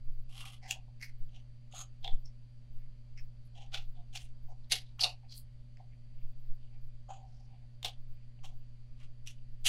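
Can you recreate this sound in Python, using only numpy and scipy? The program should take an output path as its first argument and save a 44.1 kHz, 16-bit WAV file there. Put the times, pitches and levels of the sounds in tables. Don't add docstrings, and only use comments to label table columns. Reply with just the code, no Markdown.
import sys
import numpy as np
from scipy import signal
from scipy.fft import rfft, irfft, next_fast_len
from scipy.io import wavfile
from scipy.ndimage import uniform_filter1d, map_coordinates

SR = 44100
rng = np.random.default_rng(int(sys.argv[2]) if len(sys.argv) > 2 else 0)


def to_linear_factor(level_db):
    exponent = np.asarray(level_db, float) / 20
    return 10 ** exponent


def generate_wav(sig):
    pcm = np.round(np.clip(np.atleast_2d(sig).T, -1, 1) * 32767).astype(np.int16)
    wavfile.write(sys.argv[1], SR, pcm)


N = 426888


def unit(x):
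    return x / np.sqrt(np.mean(x ** 2) + 1e-20)


def along(points, hz):
    f, v = np.transpose(points)
    return np.interp(np.log(hz + 1), np.log(f + 1), v)


def wobble(rate):
    coarse = np.arange(0, N + 64, 64)
    knots = rng.standard_normal(int(N * rate / SR) + 4)
    return np.interp(np.arange(N), coarse, map_coordinates(knots, [coarse * rate / SR]))


def filtered(x, response):
    m = next_fast_len(len(x) + 4096)
    spectrum = rfft(x, m) * response(np.fft.rfftfreq(m, 1 / SR))
    return irfft(spectrum, m)[:len(x)]


def modes(table):
    def response(f):
        total = 0
        for k, (c, w, db) in enumerate(table):
            total = total + (-1) ** k * to_linear_factor(db) * 1j * f * w / (c * c - f * f + 1j * f * w)
        return total
    return response


def grit(n, slips_hz, slip_s, smooth):
    slips = (rng.random(n) < slips_hz / SR) * rng.random(n) * 2
    lumps = signal.lfilter([1], [1, -np.exp(-1 / (slip_s * SR))], slips)
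    return rng.standard_normal(n) * (smooth + lumps)


HOLD_RINGS = {"open": (3100, 1500, 1200, 500, -5, -9), "tips": (2100, 580, 4900, 1700, -9, -30),
              "half": (3200, 1100, 6000, 1800, -7, -3), "tight": (3350, 850, 2400, 500, -18, -40),
              "deep": (4400, 1200, 3500, 500, -9, -19), "wide": (3600, 2600, 2250, 400, -7, -26),
              "point": (5400, 600, 2200, 170, -25, -35), "flat": (6600, 800, 1250, 250, -2, -14),
              "broad": (3200, 2500, 1450, 300, -3, -40), "soft": (3100, 1200, 5600, 1500, -10, -35),
              "loose": (3100, 1250, 6700, 900, 1, -25), "firm": (3400, 1150, 1100, 600, -13, -14),
              "shut": (4200, 1500, 2850, 450, 1, -18), "long": (3200, 1900, 5400, 2800, -8, -16),
              "pinch": (2200, 760, 5300, 660, -1, -35)}
# (hold [name], peak time [s], length [s], blade level [dB],
# rod over blade [dB], mesh over blade [dB])
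SNIPS = [("half", .709, .1, -36, -12, -17), ("tips", 1.028, .13, -40, -35, -14),
         ("tight", 2.055, .15, -42, -3, -40), ("point", 2.258, .07, -55, -40, -30),
         ("pinch", 3.18, .09, -51, -35, -40), ("broad", 3.742, .15, -36, -11, -18),
         ("long", 4.158, .18, -40, -14, -13), ("wide", 4.724, .13, -24, -20, -8),
         ("soft", 4.996, .05, -43, -13, -18), ("shut", 5.042, .14, -32, -5, -15),
         ("tips", 5.785, .2, -76, 12, -24), ("loose", 7.105, .2, -55, -6, -26),
         ("firm", 7.85, .12, -33.5, -7, -40), ("long", 8.448, .12, -50, -6, -14),
         ("long", 9.275, .12, -47, -38, -9), ("half", 9.664, .11, -20.5, -24, -8)]
SLIDES = [
    ("open", .42, .31, -51, -14, -8),
    ("tips", .668, .12, -55, -1, -35),
    ("half", .695, .05, -50, -6, -20),
    ("flat", 1.783, .16, -47, -13, -12),
    ("soft", 1.36, .14, -65, -11, -20),
    ("soft", 3.602, .16, -59, -1, -35),
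    ("deep", 5.02, .06, -31, -22, -13),
    ("deep", 5.33, .11, -52, -35, -25),
    ("deep", 5.38, .11, -64, -30, 6),
    ("open", 9.02, .14, -66, -18, -26),
]
# (rising share [of length], rise [dB], fall [dB],
# roundness [power], smooth force [share])
SNIP_SHAPE = (.22, 36, 38, .85, .65)
SLIDE_SHAPE = (.46, 27, 25, 2.2, .55)


def strokes():
    out = np.zeros(N + SR)
    for table, settings in ((SNIPS, SNIP_SHAPE), (SLIDES, SLIDE_SHAPE)):
        share, rise_db, fall_db, roundness, smooth = settings
        for hold, s, length, db, rod_db, mesh_db in table:
            u = np.arange(round(length * SR)) / (length * SR)
            rise = rise_db * abs(1 - u / share) ** roundness
            fall = fall_db * abs((u - share) / (1 - share)) ** roundness
            shape_db = -np.where(u < share, rise, fall)
            fade = np.clip(np.minimum(u, 1 - u) * length / 0.0036, 0, 1)
            force = grit(len(u), slips_hz=350, slip_s=0.0045, smooth=smooth)
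            parts = ((0, grip(HOLD_RINGS[hold])), (rod_db, rod), (mesh_db, mesh))
            sound = sum(to_linear_factor(part_db) * unit(filtered(force, body)) for part_db, body in parts)
            size = fade * to_linear_factor(db + shape_db - 2.5)
            level = np.std(sound) * np.sqrt(np.mean(size ** 2))
            start = round((s - share * length) * SR)
            out[start:][:len(u)] += unit(size * sound) * level
    return out[:N]


# (ring [Hz], width [Hz], level [dB])
BLADE_RINGS = [(2530, 11, -3.5), (2800, 44, 12.5), (3430, 27, -11), (3710, 160, 8), (3750, 21, -7),
               (4480, 37, -4.5), (4390, 31, -8.5), (5456, 41, -4)]


def grip(row):
    hz, width, hz2, width2, db2, scrape_db = row

    def peak(f, c, w):
        return modes([(c, w, 0)])(f) ** 2

    def response(f):
        broad = peak(f, hz, width) + to_linear_factor(db2) * peak(f, hz2, width2)
        broad = broad + to_linear_factor(scrape_db) * peak(f, 4000, 5065)
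        return broad * (1 + .6 * modes(BLADE_RINGS)(f))
    return response


# (frequency [Hz], level [dB per Hz])
MESH_COLOUR = [(5000, -29), (7000, -4.5), (8500, 3.5), (11500, 4.5), (12500, -9), (14500, -15.5),
               (16000, -19.5)]


def mesh(f):
    return to_linear_factor(along(MESH_COLOUR, f))


# (ring [Hz], width [Hz], level [dB])
ROD_RINGS = [(600, 120, -11), (678.7, 43, -8.5), (705.7, 25, -0.5), (776.7, 36, 1), (870, 70, -9),
             (1040, 84, -16.5)]


def rod(f):
    return modes(ROD_RINGS)(f) * modes([(740, 450, 0)])(f)


# (time [s], peak level [dB], ring [Hz])
TICKS = [(.709, -12, 2800), (1.0134, -36, 2130), (1.7245, -42, 2720), (2.0443, -24, 3280),
         (2.0484, -32.5, 3430), (2.0767, -24.5, 3430), (3.7437, -20.5, 3430), (4.1515, -31, 2820),
         (4.1733, -28.5, 4600), (4.7138, -19.5, 3660), (4.7192, -8, 4553), (4.7225, -10.5, 6180),
         (4.9931, -25.5, 2870), (5.008, -17.5, 4660), (5.0126, -19, 4450), (5.024, -16, 4730),
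         (5.036, -9, 4450), (5.0422, -7, 3710), (7.8282, -27, 3650), (7.8461, -17, 3680),
         (7.8574, -23.5, 3710), (9.2725, -28, 5900), (9.6622, -17.5, 2940)]
# (time [s], peak level [dB])
CATCHES = [(.3147, -51), (.3541, -42), (.3782, -35), (.415, -39), (.475, -43), (.5054, -50), (.5214, -51),
           (.532, -43), (.6335, -51), (.998, -52), (1.021, -46), (1.292, -54), (1.3604, -42), (2.0288, -43),
           (2.2567, -39.5), (3.1745, -44), (3.6, -51), (3.7344, -40), (4.129, -48), (5.294, -57),
           (5.3094, -43), (5.3393, -36), (5.3777, -40), (5.7705, -47.5), (8.4317, -59), (8.4547, -39.5),
           (9.6453, -43), (9.656, -39)]


def ticks():
    snap_db = -4
    out, t = np.zeros(N + SR), np.arange(SR // 25) / SR
    moves = SNIPS + SLIDES
    for s, db, *hz in TICKS + CATCHES:
        hold, *_, mesh_db = min(moves, key=lambda move: abs(move[1] - s) / move[2])
        crack = rng.standard_normal(len(t)) * to_linear_factor(-60 * t / 0.0068) * (1 - np.exp(-t / 0.00015))
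        body = filtered(crack, grip(HOLD_RINGS[hold]))
        ring_hz = (hz or HOLD_RINGS[hold])[0]
        ring = np.sin(2 * np.pi * ring_hz * t) * to_linear_factor(-60 * t / .012) * (1 - np.exp(-t / .0004))
        snap = filtered(crack, mesh)
        tick = 0.4 * body / abs(body).max() + .6 * ring
        tick = tick + to_linear_factor(mesh_db + snap_db) * snap / abs(snap).max()
        out[round((s + .0006) * SR):][:len(t)] += to_linear_factor(db - 1.5) * tick
    return out[:N]


# (time [s], length [s], level [dB], pitch [Hz])
RUSTLES = [(2.838, .14, -78.5, 2150), (3.462, .058, -79.5, 11000), (3.988, .11, -74, 3360),
           (4.23, .09, -66, 9000), (4.509, .078, -79, 5940), (1.78, .16, -54, 3300), (1.04, .1, -70, 13000),
           (4.648, .04, -74, 4100), (4.872, .16, -72, 3800), (5.249, .06, -79, 2300),
           (5.38, .1, -63, 14000), (5.93, .1, -78.5, 2200), (6.201, .25, -80, 2500), (6.65, .16, -80, 2990),
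           (6.754, .11, -80, 2290), (7.38, .35, -79, 5200), (7.55, .3, -83, 2400), (8.2, .22, -82, 2410),
           (8.391, .022, -74.5, 2500), (8.619, .15, -82.5, 2800), (9.399, .1, -80, 2900)]
# (time [s], length [s], level [dB], pitch [Hz])
THUDS = [(.44, .14, -63, 1150), (2.084, .1, -66, 460), (3.75, .06, -72, 450), (4.735, .08, -61, 470),
         (4.995, .03, -59, 1200), (5.045, .076, -52, 1200), (5.049, .073, -61, 470),
         (7.115, .09, -61, 1100), (7.86, .06, -59, 500), (8.45, .06, -64, 1050), (9.02, .1, -73, 2100),
         (9.03, .08, -76, 1250), (9.669, .03, -59, 400), (9.67, .03, -39, 2200)]
# (time [s], length [s], level [dB])
RUBS = [(.76, .12, -62), (.891, .066, -74.5), (3.988, .11, -67), (4.509, .078, -60.5), (5.249, .06, -69),
        (6.754, .11, -81), (7.2, .26, -63), (7.4, .3, -75), (7.536, .13, -72), (7.634, .1, -80),
        (8.391, .022, -73), (8.5, .12, -73)]
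# (time [s], peak level [dB])
KNOCKS = [(1.735, -44), (2.044, -48), (2.076, -36.5), (3.595, -68), (3.96, -69), (4.493, -57),
          (5.042, -34.5), (5.8, -49), (7.087, -41), (7.101, -33), (7.179, -53), (7.531, -63),
          (7.845, -38.5)]


def brushes():
    width_share = .35
    out = np.zeros(N + SR)
    for s, length, db, *hz in RUSTLES + THUDS + RUBS:
        force = grit(round(length * SR), slips_hz=150, slip_s=.003, smooth=0.65)
        body = rod
        if hz:
            ring = modes([(hz[0], width_share * hz[0], 0)])
            body = lambda f: ring(f) ** 2
        swell = np.hanning(len(force)) * to_linear_factor(db)
        out[round((s - length / 2) * SR):][:len(force)] += swell * unit(filtered(force, body))
    t = np.arange(SR // 8) / SR
    for s, db in KNOCKS:
        knock = filtered(rng.standard_normal(len(t)) * to_linear_factor(-60 * t / .006), rod)
        out[round(s * SR):][:len(t)] += to_linear_factor(db - 5.5) * knock / abs(knock).max()
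    return out[:N]


# (frequency [Hz], time to fall 60 dB [s])
ROOM_DECAY = [(500, 0.19), (3000, 0.15), (12000, 0.094)]


def room(x):
    out, step = np.zeros(N + 2 * SR), SR // 4
    for at in range(0, N, step):
        hz, t, z = signal.stft(rng.standard_normal(SR // 3), SR, nperseg=256)
        decay = to_linear_factor(-60 * t / along(ROOM_DECAY, hz)[:, None])
        tail = signal.istft(z * decay, SR, nperseg=256)[1]
        wet = signal.fftconvolve(x[at:at + step], tail / np.linalg.norm(tail))
        out[at + 150:][:len(wet)] += wet
    return out[:N]


# (frequency [Hz], level [dB rms])
MOTOR_TONES = [(102.6, -78), (117.8, -82), (120, -54), (135, -76), (237, -87), (240, -74.5), (255, -88),
               (471.3, -91), (589.2, -84), (3122, -96), (4242, -97), (4657, -95), (4714, -87)]


def motor():
    t = np.arange(N) / SR
    out = np.zeros(N)
    for hz, db in MOTOR_TONES:
        size = to_linear_factor(db + 2.5 + 0.16 * wobble(3.1))
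        drift = .1 * wobble(1.5) * (hz / 120) ** .5
        out += size * np.sin(2 * np.pi * hz * t + drift)
    return out


# (frequency [Hz], level [dB per Hz])
HISS_COLOUR = [(76, -27.5), (130, -15), (150, -19.5), (187, -30.5), (248, -28), (297, -35), (522, -44),
               (589, -37.5), (651, -40.5), (1340, -46.5), (2410, -44.5), (3910, -48), (4590, -43),
               (5080, -51.5), (16000, -66)]
# (frequency [Hz], level [dB per Hz])
RUMBLE_COLOUR = [(12, -27), (25, 4.5), (35, 2), (50, -3.5), (65, -8), (80, -19), (100, -25), (130, -38.5),
                 (180, -30.5), (220, -40.5), (480, -120)]


def air():
    z = signal.stft(rng.standard_normal(N), nperseg=512)[2]
    patches = uniform_filter1d(rng.standard_normal(z.shape), size=5, axis=0)
    patches = uniform_filter1d(patches, size=16, axis=1)
    patchy = signal.istft(z * to_linear_factor(1.1 * unit(patches)), nperseg=512)[1][:N]
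    hiss = filtered(unit(patchy), lambda f: to_linear_factor(along(HISS_COLOUR, f)))
    rumble = unit(filtered(rng.standard_normal(N), lambda f: to_linear_factor(along(RUMBLE_COLOUR, f))))
    return to_linear_factor(-27.2) * hiss + to_linear_factor(-56 + 0.56 * wobble(6.7)) * rumble


# (time [s], peak level [dB], time to fade 20 dB [s])
NUDGES = [(.12, -28, .22), (1.22, -30, .12), (2.14, -22, .11), (2.8, -29.5, .1), (3.21, -32.5, .1),
          (3.85, -33.5, .25), (4.45, -39, .4), (6.25, -30, .13), (6.5, -26.5, .12), (6.85, -37, .2),
          (8.07, -34, .15), (8.52, -33.5, .15), (9.1, -44, .5), (9.68, -35, .35)]


def sway():
    resting_db = -51
    t = np.arange(N) / SR
    fast = np.sin(2 * np.pi * 12 * t + 1.5 * wobble(3))
    slow = np.sin(2 * np.pi * 4.5 * t + 1.5 * wobble(2))
    size = to_linear_factor(resting_db)
    for s, db, fade_s in NUDGES:
        size = size + to_linear_factor(db - 20 * abs(t - s) / fade_s)
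    return size * unit(fast + .8 * slow) * (1 - np.exp(-t / 0.0016))


def scene():
    work = strokes() + ticks() + brushes()
    return (work + to_linear_factor(-9) * room(work) + motor() + air() + sway())[None]


def roll_off(x):
    return signal.sosfilt(signal.butter(12, 16470, fs=SR, output="sos"), x)


def record(dry):
    x = dry[0]
    level_db = 10 * np.log10(abs(uniform_filter1d(x ** 2, size=3000)) + 1e-12)
    rocked = np.clip((level_db + 39) / 2, 0, 1)

    def above(f):
        return np.clip((f - 11900) / 300, 0, 1)

    def top_band(f):
        return above(f) * np.clip((15900 - f) / 150, 0, 1)

    top = filtered(x, top_band)
    strong = abs(uniform_filter1d(top ** 2, size=1024)) > to_linear_factor(-88) ** 2
    lively = uniform_filter1d(1. * strong, size=256)
    grain = filtered(rng.standard_normal(N), top_band)
    kept = filtered(x, lambda f: 1 - above(f))
    mix = kept + lively * top + rocked * to_linear_factor(-76.5) * grain
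    return roll_off(mix[None])


dry = scene()
out = record(dry)
generate_wav(out)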